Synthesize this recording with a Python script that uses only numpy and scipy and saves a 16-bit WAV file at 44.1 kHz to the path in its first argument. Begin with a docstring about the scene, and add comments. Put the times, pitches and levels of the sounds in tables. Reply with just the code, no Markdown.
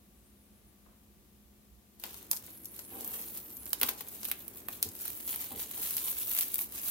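"""Cling film is pulled off its roll, torn, and smoothed over a glass dish on a kitchen counter.
The film crinkles in swarms of tiny clicks, snaps at single creases, whistles as a quick stick-slip while it
peels, and rubs over the rim. Before that, a finger presses meat into liquid: gliding tones make a thin wet
squeak, and short sinking tones make plops. Bumps are pushes of noise through the resonances of dish and
counter, the rim rings briefly, and a low mains hum, hiss and room noise lie underneath."""
import sys
import numpy as np
from scipy import signal
from scipy.fft import rfft, irfft, next_fast_len
from scipy.io import wavfile
from scipy.ndimage import uniform_filter1d, map_coordinates

SR = 44100
rng = np.random.default_rng(int(sys.argv[2]) if len(sys.argv) > 2 else 0)


def to_wav(s):
    """Save 16-bit WAV."""
    ch = np.atleast_2d(s).T  # columns
    pcm = np.round(np.clip(ch, -1, 1) * 32767)  # PCM
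    wavfile.write(sys.argv[1], SR, pcm.astype(np.int16))


N = 304334
TOP_HZ = 16050  # upper limit of the sound

# colour of the film's fine wrinkles: pitch_hz, level_db
WRINKLE_COLOUR = [(2500, -81), (5000, -25.5), (8000, -13), (10500, -3.5), (12500, 2), (14500, 2),
                  (15800, -2), (17000, -99)]


def amp(db):
    """Turn decibels into gain."""
    return 10 ** (np.asarray(db) / 20)


def unit(x):
    """Scale x to an average (rms) level of 1."""
    return x / np.sqrt(np.mean(x ** 2) + 1e-20)


def along(points, hz):
    """Read a curve of (pitch in Hz, value) points, with pitch on a log axis."""
    point_hz, values = np.transpose(points)
    return np.interp(np.log(hz + 1), np.log(point_hz + 1), values)


def colour(points):
    """Make a filter response from (pitch in Hz, level in dB) points."""
    return lambda hz: amp(along(points, hz))


def curves(rows):
    """Give one value per sample for each column after the time."""
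    seconds, *columns = np.transpose(rows)
    return [np.interp(np.arange(N) / SR, seconds, column) for column in columns]


def wobble(rate):
    """Draw a smooth random curve with this many random points a second."""
    points = rng.standard_normal(int(N * rate / SR) + 4)
    return map_coordinates(points, [np.arange(N) * rate / SR])


def filtered(x, response):
    """Filter x by a gain that depends on frequency."""
    size = next_fast_len(N + SR // 2)
    spectrum = rfft(x, size) * response(np.fft.rfftfreq(size, 1 / SR))
    return irfft(spectrum, size)[..., :N]


def resonances(modes):
    """Make the response of a body that rings at (pitch Hz, width Hz, level dB) modes, in alternating sign."""
    def mode(hz, centre, width, db):
        return amp(db) * 1j * hz * width / (centre * centre - hz * hz + 1j * hz * width)
    return lambda hz: sum((-1) ** k * mode(hz, *row) for k, row in enumerate(modes))


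def noise(response, mono_hz=520):
    """Make coloured stereo noise of rms 1, alike in both ears only in the bass."""
    mid, side = filtered(rng.standard_normal((2, N)), response)
    side = filtered(side, lambda hz: 1 - 0.74 / (1 + (hz / mono_hz) ** 4))
    return unit(np.array([mid + side, mid - side]))


def add(track, sound, s):
    """Mix a sound into a track at time s."""
    part = track[..., max(round(s * SR), 0):][..., :sound.shape[-1]]
    part += sound[..., :part.shape[-1]]


def swell(s, db, length):
    """Follow one hand movement: the gain grows to its peak at s and dies away."""
    skew, power = 0.058, 2.06  # it dies a little slower than it grows; power 1 = pointed, 2 = rounded
    u = 2 * (np.arange(N) / SR - s) / length
    return amp(db) * np.exp(-np.abs(u / (1 + skew * np.sign(u))) ** power / 2)


def buckles(spectrum, rate, spread_db, clump_db, count=14):
    """Scatter tiny clicks over several patches of film, each with its own place and colour; rms 1."""
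    out, t = np.zeros((2, N)), np.arange(SR // 400) / SR
    for place in np.linspace(-1, 1, count):
        size_db = spread_db * np.minimum(rng.standard_normal(N), np.pi)
        sizes = amp(size_db + 3.7 * wobble(14))  # the patches take turns
        happens = rng.random(N) < rate / count / SR
        clicks = happens * sizes * rng.choice([-1, 1], N)
        shape = unit(rng.standard_normal(len(t)) * np.exp(-t / 0.00027))
        patch = signal.oaconvolve(clicks, shape)[:N]
        lag = round(place * .00012 * SR)  # the nearer ear hears it sooner and louder
        out += [amp(2 * place) * np.roll(patch, -lag), amp(-2 * place) * np.roll(patch, lag)]
    return unit(filtered(out * amp(clump_db), colour(spectrum)))


def ticks(rate, centre_hz, cycles, spread_db):
    """Pop stray wrinkles one by one as short ringing tones, each at its own pitch and place; rms 1."""
    pan_db = 2  # gain in the nearer ear for a pop at the edge of the film
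    out, t = np.zeros((2, N)), np.arange(SR // 250) / SR
    for when, pitch, size, place in rng.random((int(rate * N / SR), 4)):
        hz = min(centre_hz * 2 ** (np.sqrt(pitch) - 2 / 3), TOP_HZ)
        ring = np.sin(2 * np.pi * hz * t) * np.exp(-t * hz / cycles)
        pop = amp(spread_db * size ** 2) * hz / centre_hz * ring
        side = 2 * place - 1
        add(out[0], amp(pan_db * side) * pop, (when * N - 6 * side) / SR)
        add(out[1], amp(-pan_db * side) * pop, (when * N + 6 * side) / SR)
    return unit(out)


def crinkle(fine_db=-1.0, broad_db=-0.5):
    """Fine wrinkles fizz and pop, and broad folds crackle, with each stroke and faintly in between."""
    # pulls, presses and tucks of the film: peak_s, wrinkles_db (before fine_db), length_s,
    # folds_db (relative to the wrinkles, before broad_db)
    strokes = [(2.071, -49, 0.082, -7), (2.149, -54, 0.14, -2.5), (2.322, -35, 0.016, -18),
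               (2.35, -40.5, 0.056, -14), (2.482, -53, 0.11, -8), (2.77, -50.5, 0.084, -9.5),
               (3.033, -46.5, 0.15, -13), (3.139, -39.5, 0.021, -7.5), (3.185, -41.5, 0.17, -13),
               (3.364, -42.5, 0.047, -11.5), (3.683, -43.5, 0.052, -20), (3.863, -39.5, 0.085, -9),
               (3.997, -44.5, 0.03, -4.5), (4.15, -46.5, 0.11, -11.5), (4.404, -53.5, 0.13, -8.5),
               (4.27, -45, 0.081, -12), (4.585, -45.5, 0.026, -11), (4.743, -47.5, 0.07, -10),
               (4.852, -41, 0.028, -28), (5.059, -40, 0.088, -9), (5.309, -36.5, 0.069, -10.5),
               (5.42, -44, 0.077, -7), (5.599, -39, 0.057, -9.5), (5.88, -35.5, 0.23, -10),
               (6.08, -34, 0.1, -14.5), (6.21, -34.5, 0.073, -13), (6.309, -34, 0.067, -10.5),
               (6.396, -32.5, 0.074, -10), (6.534, -38, 0.041, -12.5), (6.613, -36, 0.046, -12.5),
               (6.773, -38.5, 0.073, -12), (6.894, -33.5, 0.11, -13)]
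    # the hands keep the film faintly astir: time_s, level_db (before stir_db)
    stirring = [(2.0, -51), (2.16, -59.5), (3.28, -48), (4.67, -51.5), (4.98, -46), (5.01, -40.5),
                (5.21, -40.5), (5.66, -41.5), (5.98, -45), (6.46, -32.5), (6.6, -47), (6.7, -49),
                (6.73, -45), (6.9, -48)]
    # colour of the broad folds: pitch_hz, level_db
    fold_colour = [(150, -25), (400, -8), (800, -9.5), (1100, -6), (1500, -7.5), (2600, -1.5), (3500, 1),
                   (4200, 2), (5100, -5), (6200, -1.5), (7200, -0.5), (10000, -8), (16000, -25)]
    grip_s = 2.0  # the film is picked up
    stir_db, stir_folds_db = -4.5, -13.5  # level of the stir; its folds relative to its wrinkles
    pop_db, pop_growth = -47.5, .5  # pops in the hardest stroke; they follow the strokes only partly (dB per dB)

    stir = amp(curves(stirring)[0] + stir_db) * (np.arange(N) / SR > grip_s)
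    fine_power, broad_power = stir ** 2, (stir * amp(stir_folds_db)) ** 2
    for s, db, length, folds_db in strokes:
        power = swell(s, db, length) ** 2
        fine_power = fine_power + power
        broad_power = broad_power + power * amp(folds_db) ** 2
    clump_db = 1.6 * wobble(160)  # one buckle sets off its neighbours
    wrinkles = buckles(WRINKLE_COLOUR, rate=4200, spread_db=4.6, clump_db=clump_db)
    folds = buckles(fold_colour, rate=3500, spread_db=5, clump_db=clump_db)
    pop_gain = amp(pop_db) * (fine_power / fine_power.max()) ** (pop_growth / 2)
    pops = pop_gain * ticks(rate=110, centre_hz=12500, cycles=.8, spread_db=14)
    return amp(fine_db) * np.sqrt(fine_power) * wrinkles + pops + amp(broad_db) * np.sqrt(broad_power) * folds


def snaps(unlike=0.98, body_linger_s=0.0014):
    """A crease flips in about a millisecond: a bright crack, the ring of its patch and a slower, duller body."""
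    # creases that snap: start_s, decay_s, treble_db, middle_db, middle_pitch_hz, body_db, left_over_right_db;
    # the three part levels come before snap_db
    creases = [(1.9988, 0.0027, -45.5, -59, 4200, -65, 7.5), (2.0378, 0.0028, -33.5, -38, 3080, -42, 5.5),
               (2.0453, 0.0032, -50.5, -55, 4000, -52, 4), (2.0537, 0.003, -53.5, -47, 4820, -58, 0),
               (2.1433, 0.0019, -43, -49, 4400, -56, 6.5), (2.2287, 0.0008, -45, -70, 3600, -66, 9),
               (2.3138, 0.00093, -20, -31, 5240, -43.5, -1.5), (2.3314, 0.0018, -32.5, -38, 5400, -43, 3.5),
               (2.3658, 0.0015, -42.5, -42, 5800, -60, 8.5), (2.3707, 0.0018, -43, -40, 6000, -61, 8),
               (2.4643, 0.0028, -44, -59, 4400, -70, 0), (2.6464, 0.0008, -46.5, -52, 7200, -69, 7.5),
               (2.6562, 0.001, -36.5, -46, 6000, -69, 3.5), (2.764, 0.0013, -45.0, -60, 5000, -68, -3),
               (2.7917, 0.0033, -37, -45.5, 4800, -52.5, 4), (3.009, 0.001, -38, -46, 6400, -60, 1.5),
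               (3.0464, 0.0022, -35, -49, 6400, -54, 1), (3.0768, 0.0012, -32, -62, 5000, -61, 6),
               (3.373, 0.0029, -35, -62, 2800, -56, 1), (3.5688, 0.0017, -40.5, -51, 7160, -66, 4),
               (3.6567, 0.0007, -37, -58, 5600, -64, -3.5), (3.676, 0.0011, -46, -62, 5200, -58, -8),
               (3.7316, 0.001, -21, -33.5, 3640, -41, -4.5), (3.8005, 0.0012, -38, -61, 4800, -56, 2),
               (3.814, 0.0022, -21.5, -31.5, 2800, -45.5, -1.5), (3.8232, 0.0005, -40.0, -43, 2400, -37, 1),
               (3.832, 0.0022, -19, -27.5, 3200, -28, 0.5), (3.8872, 0.0026, -32, -33.5, 2980, -39, 2.5),
               (3.8904, 0.0021, -23.5, -35.5, 4000, -38, 3.5), (3.8987, 0.0019, -38, -51, 3600, -53, 6),
               (4.0083, 0.003, -34, -43, 3200, -45, 4.5), (4.0746, 0.0035, -43, -56, 2400, -66, -2),
               (4.0854, 0.0009, -39, -52, 7200, -68, -3), (4.232, 0.0017, -39.5, -42.5, 5200, -51, 1),
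               (4.2459, 0.0012, -34, -49, 3600, -65, -3), (4.2518, 0.0025, -28, -39.5, 3000, -57, -1),
               (4.2855, 0.0034, -36, -43, 6600, -47.5, 5.5), (4.2996, 0.0012, -38, -48, 2800, -63, -7),
               (4.315, 0.0013, -23, -33, 2370, -49, -1.5), (4.321, 0.002, -40.5, -48, 3020, -52, 3),
               (4.4806, 0.0011, -34, -55, 2780, -61, -8), (4.5593, 0.0018, -45.0, -63, 4600, -55, 2),
               (4.6854, 0.0012, -29.5, -45.5, 2600, -38.5, -2.5),
               (4.8278, 0.0012, -20.0, -28.5, 4400, -48, 0), (4.8893, 0.0012, -45, -43, 7200, -64, 5.5),
               (4.9524, 0.0017, -40, -59, 3400, -62, 6), (5.001, 0.001, -43, -58, 3200, -56, -2),
               (5.0543, 0.0033, -31.0, -61, 3600, -49, -5), (5.0802, 0.0013, -31.5, -64, 3400, -50.5, 3.5),
               (5.1032, 0.0009, -34, -55, 2400, -59, -5), (5.1752, 0.0008, -39, -63, 3200, -61, 6),
               (5.2773, 0.0018, -34, -53, 4600, -53, 2), (5.3083, 0.0011, -34, -46, 6800, -55, 4),
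               (5.3416, 0.001, -40, -47, 2400, -53, 2), (5.3601, 0.0012, -30, -46, 2600, -54, 3.5),
               (5.4427, 0.0013, -37.0, -50, 3800, -56, -3), (5.6195, 0.0023, -32, -59, 2400, -57, -2),
               (5.6279, 0.0018, -36.5, -60, 2400, -60, -3), (5.7127, 0.0014, -34, -53, 4200, -55, -1),
               (5.9083, 0.0024, -29, -46, 3600, -53, 1), (5.9405, 0.0007, -39, -46, 3800, -64, -2),
               (5.9674, 0.0016, -24.5, -41, 5000, -50, -1), (5.9707, 0.0035, -32, -42, 3200, -64, 8.5),
               (5.9807, 0.0011, -30.0, -40, 3000, -68, -1.5), (5.9985, 0.0009, -35.0, -53, 3400, -70, 0),
               (6.0337, 0.0009, -41, -50, 3800, -70, -3), (6.0756, 0.001, -35, -44, 3800, -67, 5),
               (6.1133, 0.00046, -33.0, -55, 2600, -63, 7), (6.3136, 0.0011, -34, -51, 3000, -57, 2),
               (6.327, 0.0014, -36, -54, 3400, -56, -3), (6.3356, 0.0005, -29, -51, 4000, -61, 5),
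               (6.35, 0.0014, -27, -42, 2390, -55, 3.5), (6.3658, 0.0016, -28, -42, 2400, -57, 4),
               (6.3879, 0.0019, -22.0, -35.5, 3200, -52, 3.5), (6.4095, 0.0026, -23, -37.5, 3200, -57, 4),
               (6.543, 0.00093, -22.5, -44, 3420, -65, 6), (6.5573, 0.0011, -27, -46, 2800, -63, 5),
               (6.5826, 0.0016, -29, -55, 4000, -61, 1.5), (6.59, 0.0027, -26, -41.5, 2600, -48, 0.5),
               (6.6121, 0.0015, -32.0, -58, 4800, -49.5, -3), (6.6423, 0.0008, -37, -57, 4400, -62, 1),
               (6.723, 0.0016, -40, -52, 3600, -67, 2.5)]
    # colour of a snap's middle, before it is shifted in pitch: pitch_hz, level_db
    middle_colour = [(1000, -31), (2400, -9), (3800, 0), (6000, -3), (9000, -13), (16000, -38)]
    # colour of a snap's body: pitch_hz, level_db
    body_colour = [(100, -24), (400, -5), (700, -1.5), (1050, 1.5), (1700, -5), (2400, -9), (4500, -24),
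                   (9000, -55)]
    unshifted_hz = 4000  # middle pitch at which the middle's colour stays unshifted
    snap_db, span_s = -2, .004  # overall level; time over which a part's level is averaged
    rise_s = .0001  # time a crease takes to give way
    flip_db, flip_s = 9, .0003  # the flip stands out above the shiver that follows; its decay time

    out, t = np.zeros((2, N)), np.arange(SR // 25) / SR
    hz, start = np.fft.rfftfreq(len(t), 1 / SR), len(t) // 4
    for s, life, treble_db, middle_db, middle_hz, body_db, pan_db in creases:
        shiver = rng.standard_normal(len(t)) + unlike * rng.standard_normal((2, len(t)))
        shiver = shiver * (1 + amp(flip_db) * np.exp(-t / flip_s))
        parts = ((along(WRINKLE_COLOUR, hz), treble_db, life),
                 (along(middle_colour, hz * unshifted_hz / middle_hz), middle_db, life),
                 (along(body_colour, hz), body_db, life + body_linger_s))
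        crack = 0
        for colour_db, db, decay in parts:
            envelope = (1 - np.exp(-t / rise_s)) * np.exp(-t / decay)
            burst = rfft(np.roll(shiver * envelope, start, axis=1))
            even = burst / uniform_filter1d(np.abs(burst), size=24, axis=1)  # a crack excites all pitches alike
            part = irfft(even * amp(colour_db), len(t))
            crack = crack + amp(db) * part / np.linalg.norm(part, axis=1, keepdims=True)
        ear_gains = unit(amp([[pan_db / 2], [-pan_db / 2]]))
        crack = crack * amp(snap_db) * np.sqrt(span_s * SR) * ear_gains
        lead = np.clip(pan_db, -10, 10) / 2  # the nearer ear hears it a few samples sooner
        add(out[0], crack[0], s - (start + lead) / SR)
        add(out[1], crack[1], s - (start - lead) / SR)
    return out


def whistle(hz, strands, waver, rough, broken_db):
    """Very fast stick-slip, rms 1: a few strands sing side by side at different rates, catching and letting go."""
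    out = np.zeros((2, N))
    glide = uniform_filter1d(hz, SR // 40)  # the hand turns smoothly
    for ratio, db in strands:
        pitch = glide * ratio * (1 + waver * wobble(30) + rough * wobble(700))
        phase = 2 * np.pi * np.cumsum(pitch) / SR
        grip = amp(db + broken_db * np.tanh(wobble(35)))
        out += [grip * np.sin(phase + wobble(36)) for ear in range(2)]
    return unit(out)


def peel():
    """The film whistles off the roll by stick-slip, higher as the pull gets faster."""
    # film peeling off the roll: time_s, slip_rate_hz, level_db
    pull = [(2.48, 10900, -57), (2.54, 11600, -55), (2.61, 10500, -60), (2.665, 11500, -53),
            (2.75, 10400, -61), (2.79, 11100, -54), (2.88, 11050, -55), (2.95, 11800, -52),
            (3.03, 11200, -53), (3.09, 12350, -48), (3.14, 12100, -50), (3.27, 13800, -50.5),
            (3.35, 14300, -50.5), (3.47, 13650, -52), (3.53, 12750, -51), (3.58, 11400, -52),
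            (3.67, 10100, -58)]
    # strands of film that sing together: rate_ratio (to the slip rate), level_db (relative)
    peel_strands = [(.8, -15), (.87, -13), (.94, -11), (1, 0), (1.08, -1), (1.17, -13)]
    fade_s = .04  # the whistle fades in and out
    hz, db = curves(pull)
    t = np.arange(N) / SR
    pulling = np.clip(np.minimum(t - pull[0][0], pull[-1][0] - t) / fade_s, 0, 1)
    return pulling * amp(db) * whistle(hz, peel_strands, waver=.004, rough=.016, broken_db=5)


def drag(judder_db=3, catch_db=3):
    """The film rubs unevenly over the rim of the dish as it is drawn across: coloured noise with a rough level."""
    # colour of the rubbing: pitch_hz, level_db
    rub_colour = [(200, -16), (410, 3.5), (750, -8), (1050, -1), (1500, -2), (2000, -6), (2900, 0.5),
                  (4000, -7), (7000, -25)]
    unevenness = amp(judder_db * wobble(120) + catch_db * wobble(28))
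    rub = unit(noise(colour(rub_colour)) * unevenness)
    return swell(s=3.05, db=-56, length=0.18) * rub


def squeak():
    """Each sliding fingertip gives a thin, broken wet squeak by stick-slip."""
    # slides of the finger, one list each: time_s, pitch_hz, level_db (before squeak_db)
    slides = [
        [(.08, 7500, -95), (.17, 7900, -77), (.23, 8100, -83), (.28, 9050, -71), (.34, 8850, -77),
         (.39, 9400, -81), (.44, 9900, -70), (.5, 9500, -79), (.575, 9950, -66), (.62, 10600, -79),
         (.66, 10250, -71), (.72, 10400, -70), (.79, 10600, -100)],
        [(.06, 10250, -84), (.17, 10450, -78), (.22, 9950, -79), (.3, 10950, -78), (.34, 10250, -75),
         (.42, 10550, -75), (.5, 10350, -78), (.6, 10100, -90)],
    ]
    # partials of a squeak: pitch_ratio, level_db (relative)
    squeak_strands = [(.86, -10), (1, 0), (1.3, -11)]
    squeak_db = -2.5  # overall level
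    t, out = np.arange(N) / SR, 0
    for slide in slides:
        hz, db = curves(slide)
        touching = (t > slide[0][0]) * (t < slide[-1][0])
        tone = whistle(hz, squeak_strands, waver=.005, rough=.01, broken_db=7)
        out = out + touching * amp(db + squeak_db) * tone
    return out


def plops(splash_db=-1):
    """Each small pocket in the liquid rings briefly, sinking in pitch, in a soft splash of noise."""
    # the finger leaves the liquid: start_s, level_db, starting_pitch_hz
    pockets = [(.861, -62.5, 1250), (.887, -69, 800), (.91, -67.5, 720), (.929, -70, 1200)]
    life_s, sag_octaves_per_s, splash_life_s = .007, 36, .015
    out, t = np.zeros((2, N)), np.arange(SR // 8) / SR
    wet = signal.butter(2, (450, 1500), "band", fs=SR, output="sos")
    for s, db, hz in pockets:
        phase = 2 * np.pi * np.cumsum(hz * 2 ** (-sag_octaves_per_s * t)) / SR
        u = 2 * t / life_s
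        ring = u * np.exp(1 - u) * np.sin(phase)
        splash = unit(signal.sosfilt(wet, rng.standard_normal((2, len(t))))) * np.exp(-t / splash_life_s)
        add(out, amp(db) * (ring + amp(splash_db) * splash), s)
    return out


def bumps():
    """Soft, scuffing contacts sound the dish and the counter under it; the softer the touch, the duller."""
    # soft bumps of hands and box: start_s, level_db, decay_s, dull_above_hz, deep_thud_db (relative)
    contacts = [(2.04, -48.5, 0.032, 2500, -19), (2.479, -47, 0.0058, 2500, -12),
                (2.905, -51, 0.27, 670, -36), (2.938, -49, 0.0088, 1800, -20), (3.812, -41, 0.04, 330, -16),
                (3.888, -54, 0.1, 910, -16), (3.999, -53, 0.0099, 2500, 9), (4.85, -48, 0.037, 274, -1),
                (5.51, -48, 0.056, 650, -18), (5.553, -46, 0.017, 348, -1), (5.77, -52, 0.038, 1220, -8)]
    # resonances of the dish: pitch_hz, width_hz, level_db
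    dish_modes = [(178, 3.9, -1), (236.4, 16, 0.5), (315, 23, -4.5), (438, 72, -4.5), (625, 150, -12),
                  (782, 45, -3), (1006, 180, -8), (1640, 2300, -17)]
    # resonances of the counter, before the response is squared: pitch_hz, width_hz, level_db
    counter_modes = [(53.3, 8.4, 3.5), (91.5, 26, 11)]
    rise_share = 0.073  # a contact builds up in this share of its decay time
    out, t = np.zeros((2, N)), np.arange(SR) / SR
    for s, db, life, dull_hz, thud_db in contacts:
        push = (1 - np.exp(-t / (rise_share * life))) * np.exp(-t / life)
        soften = signal.butter(2, min(dull_hz, SR / 4), fs=SR, output="sos")
        body = unit(signal.sosfilt(soften, noise(resonances(dish_modes))[:, :SR]))
        deep = noise(lambda hz: resonances(counter_modes)(hz) ** 2)[:, :SR]
        add(out, amp(db) * push / push.max() * (body + amp(thud_db) * deep), s)
    return out


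def rim():
    """The glass sings one short, damped note when the taut film catches on its edge."""
    # catches of the film on the rim: start_s, level_db
    catches = [(2.941, -56), (5.503, -49.5)]
    rim_hz, rise_s, life_s = 790, 0.0072, 0.033
    out, t = np.zeros((2, N)), np.arange(SR // 4) / SR
    envelope = (1 - np.exp(-t / rise_s)) * np.exp(-t / life_s)
    for s, db in catches:
        phase = 2 * np.pi * rim_hz * t + rng.standard_normal((2, 1)) / 2
        add(out, amp(db) * envelope / envelope.max() * np.sin(phase), s)
    return out


def background(air_db=-62.0, hum_db=-1):
    """Mains hum is a set of wavering tones, hiss is faint noise; low room noise comes up as the film is picked up."""
    # tones of the hum: pitch_hz, level_db (before hum_db)
    hum_tones = [(59.2, -70.5), (207, -69.5), (240, -89), (355.3, -79), (710.6, -87.5), (1130, -89.5),
                 (1190, -88.5)]
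    # colour of the steady hiss: pitch_hz, level_db
    air_colour = [(15, -59), (25, -58), (42, -11), (64, 1.5), (87, -10.5), (130, -12), (149, -16),
                  (206, -6), (263, -14.5), (451, -22.5), (695, -27), (1290, -33.5), (3720, -32),
                  (4500, -34), (9000, -33), (12800, -27.5), (16000, -32)]
    # colour of the low room noise: pitch_hz, level_db
    low_colour = [(50, -34), (100, 5), (150, -6), (220, 1.5), (330, 3.5), (500, -5.5), (1000, -13.5),
                  (2500, -18.5), (6000, -41)]
    # level of the low room noise: time_s, level_db
    low_level = [(0, -71), (1.96, -74.5), (2.08, -61.5), (4, -58), (6.9, -59.5)]
    t = np.arange(N) / SR
    hum = 0
    for hz, db in hum_tones:
        level = amp(db + hum_db + wobble(3.08)) * np.sqrt(2)
        hum = hum + level * np.sin(2 * np.pi * hz * t + hz / 300 * wobble(5.4))
    air = amp(air_db) * noise(colour(air_colour))
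    low = amp(curves(low_level)[0]) * noise(colour(low_colour))
    left_db = [(60, -2.0), (130, 1.5), (250, 1.0), (500, 2.5), (1000, 1)]  # pitch_hz, gain_db; right is opposite
    return filtered(hum + air + low, lambda hz: amp(along(left_db, hz) * np.array([[1], [-1]])))


def kitchen(x, near_db=-7, near_t60=0.027, tail_db=-9):
    """Counter and tiles answer at once, then the room rings briefly; the echoes shift as the hands move the film."""
    # time the room takes to fade by 60 dB: pitch_hz, fade_s
    room_fade = [(200, 0.088), (900, 0.34), (2500, 0.22), (6000, 0.23), (14000, 0.094)]
    out, hop = x.copy(), SR // 8  # fresh echoes every eighth of a second
    for start in range(0, N, hop):
        hz, t, spectrum = signal.stft(rng.standard_normal((2, SR // 4)), SR, nperseg=256)
        fading = spectrum * amp(-60 * t / along(room_fade, hz)[:, None])
        tail = signal.istft(fading, SR, nperseg=256)[1]
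        t = np.arange(tail.shape[1]) / SR
        sparse = rng.standard_normal(tail.shape) * (rng.random(tail.shape) < .2)
        near = sparse * amp(-60 * t / near_t60) * (t > .0007)
        tail = tail * (t > .004)
        answer = 0
        for db, echo in ((near_db, near), (tail_db, tail)):
            answer = answer + amp(db) * echo / np.linalg.norm(echo, axis=1, keepdims=True)
        add(out, signal.fftconvolve(x[:, start:start + hop], answer, axes=1), start / SR)
    return out


def scene():
    """Put film and finger in the echoing kitchen, then add bumps, rim and background without echo."""
    echoing = snaps() + crinkle() + peel() + drag() + squeak() + plops()
    return kitchen(echoing) + bumps() + rim() + background()


def record(dry):
    """Cut the treble off steeply above the upper limit."""
    return filtered(dry, lambda hz: 1 / np.sqrt(1 + (hz / TOP_HZ) ** 120))


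dry = scene()
out = record(dry)
to_wav(out)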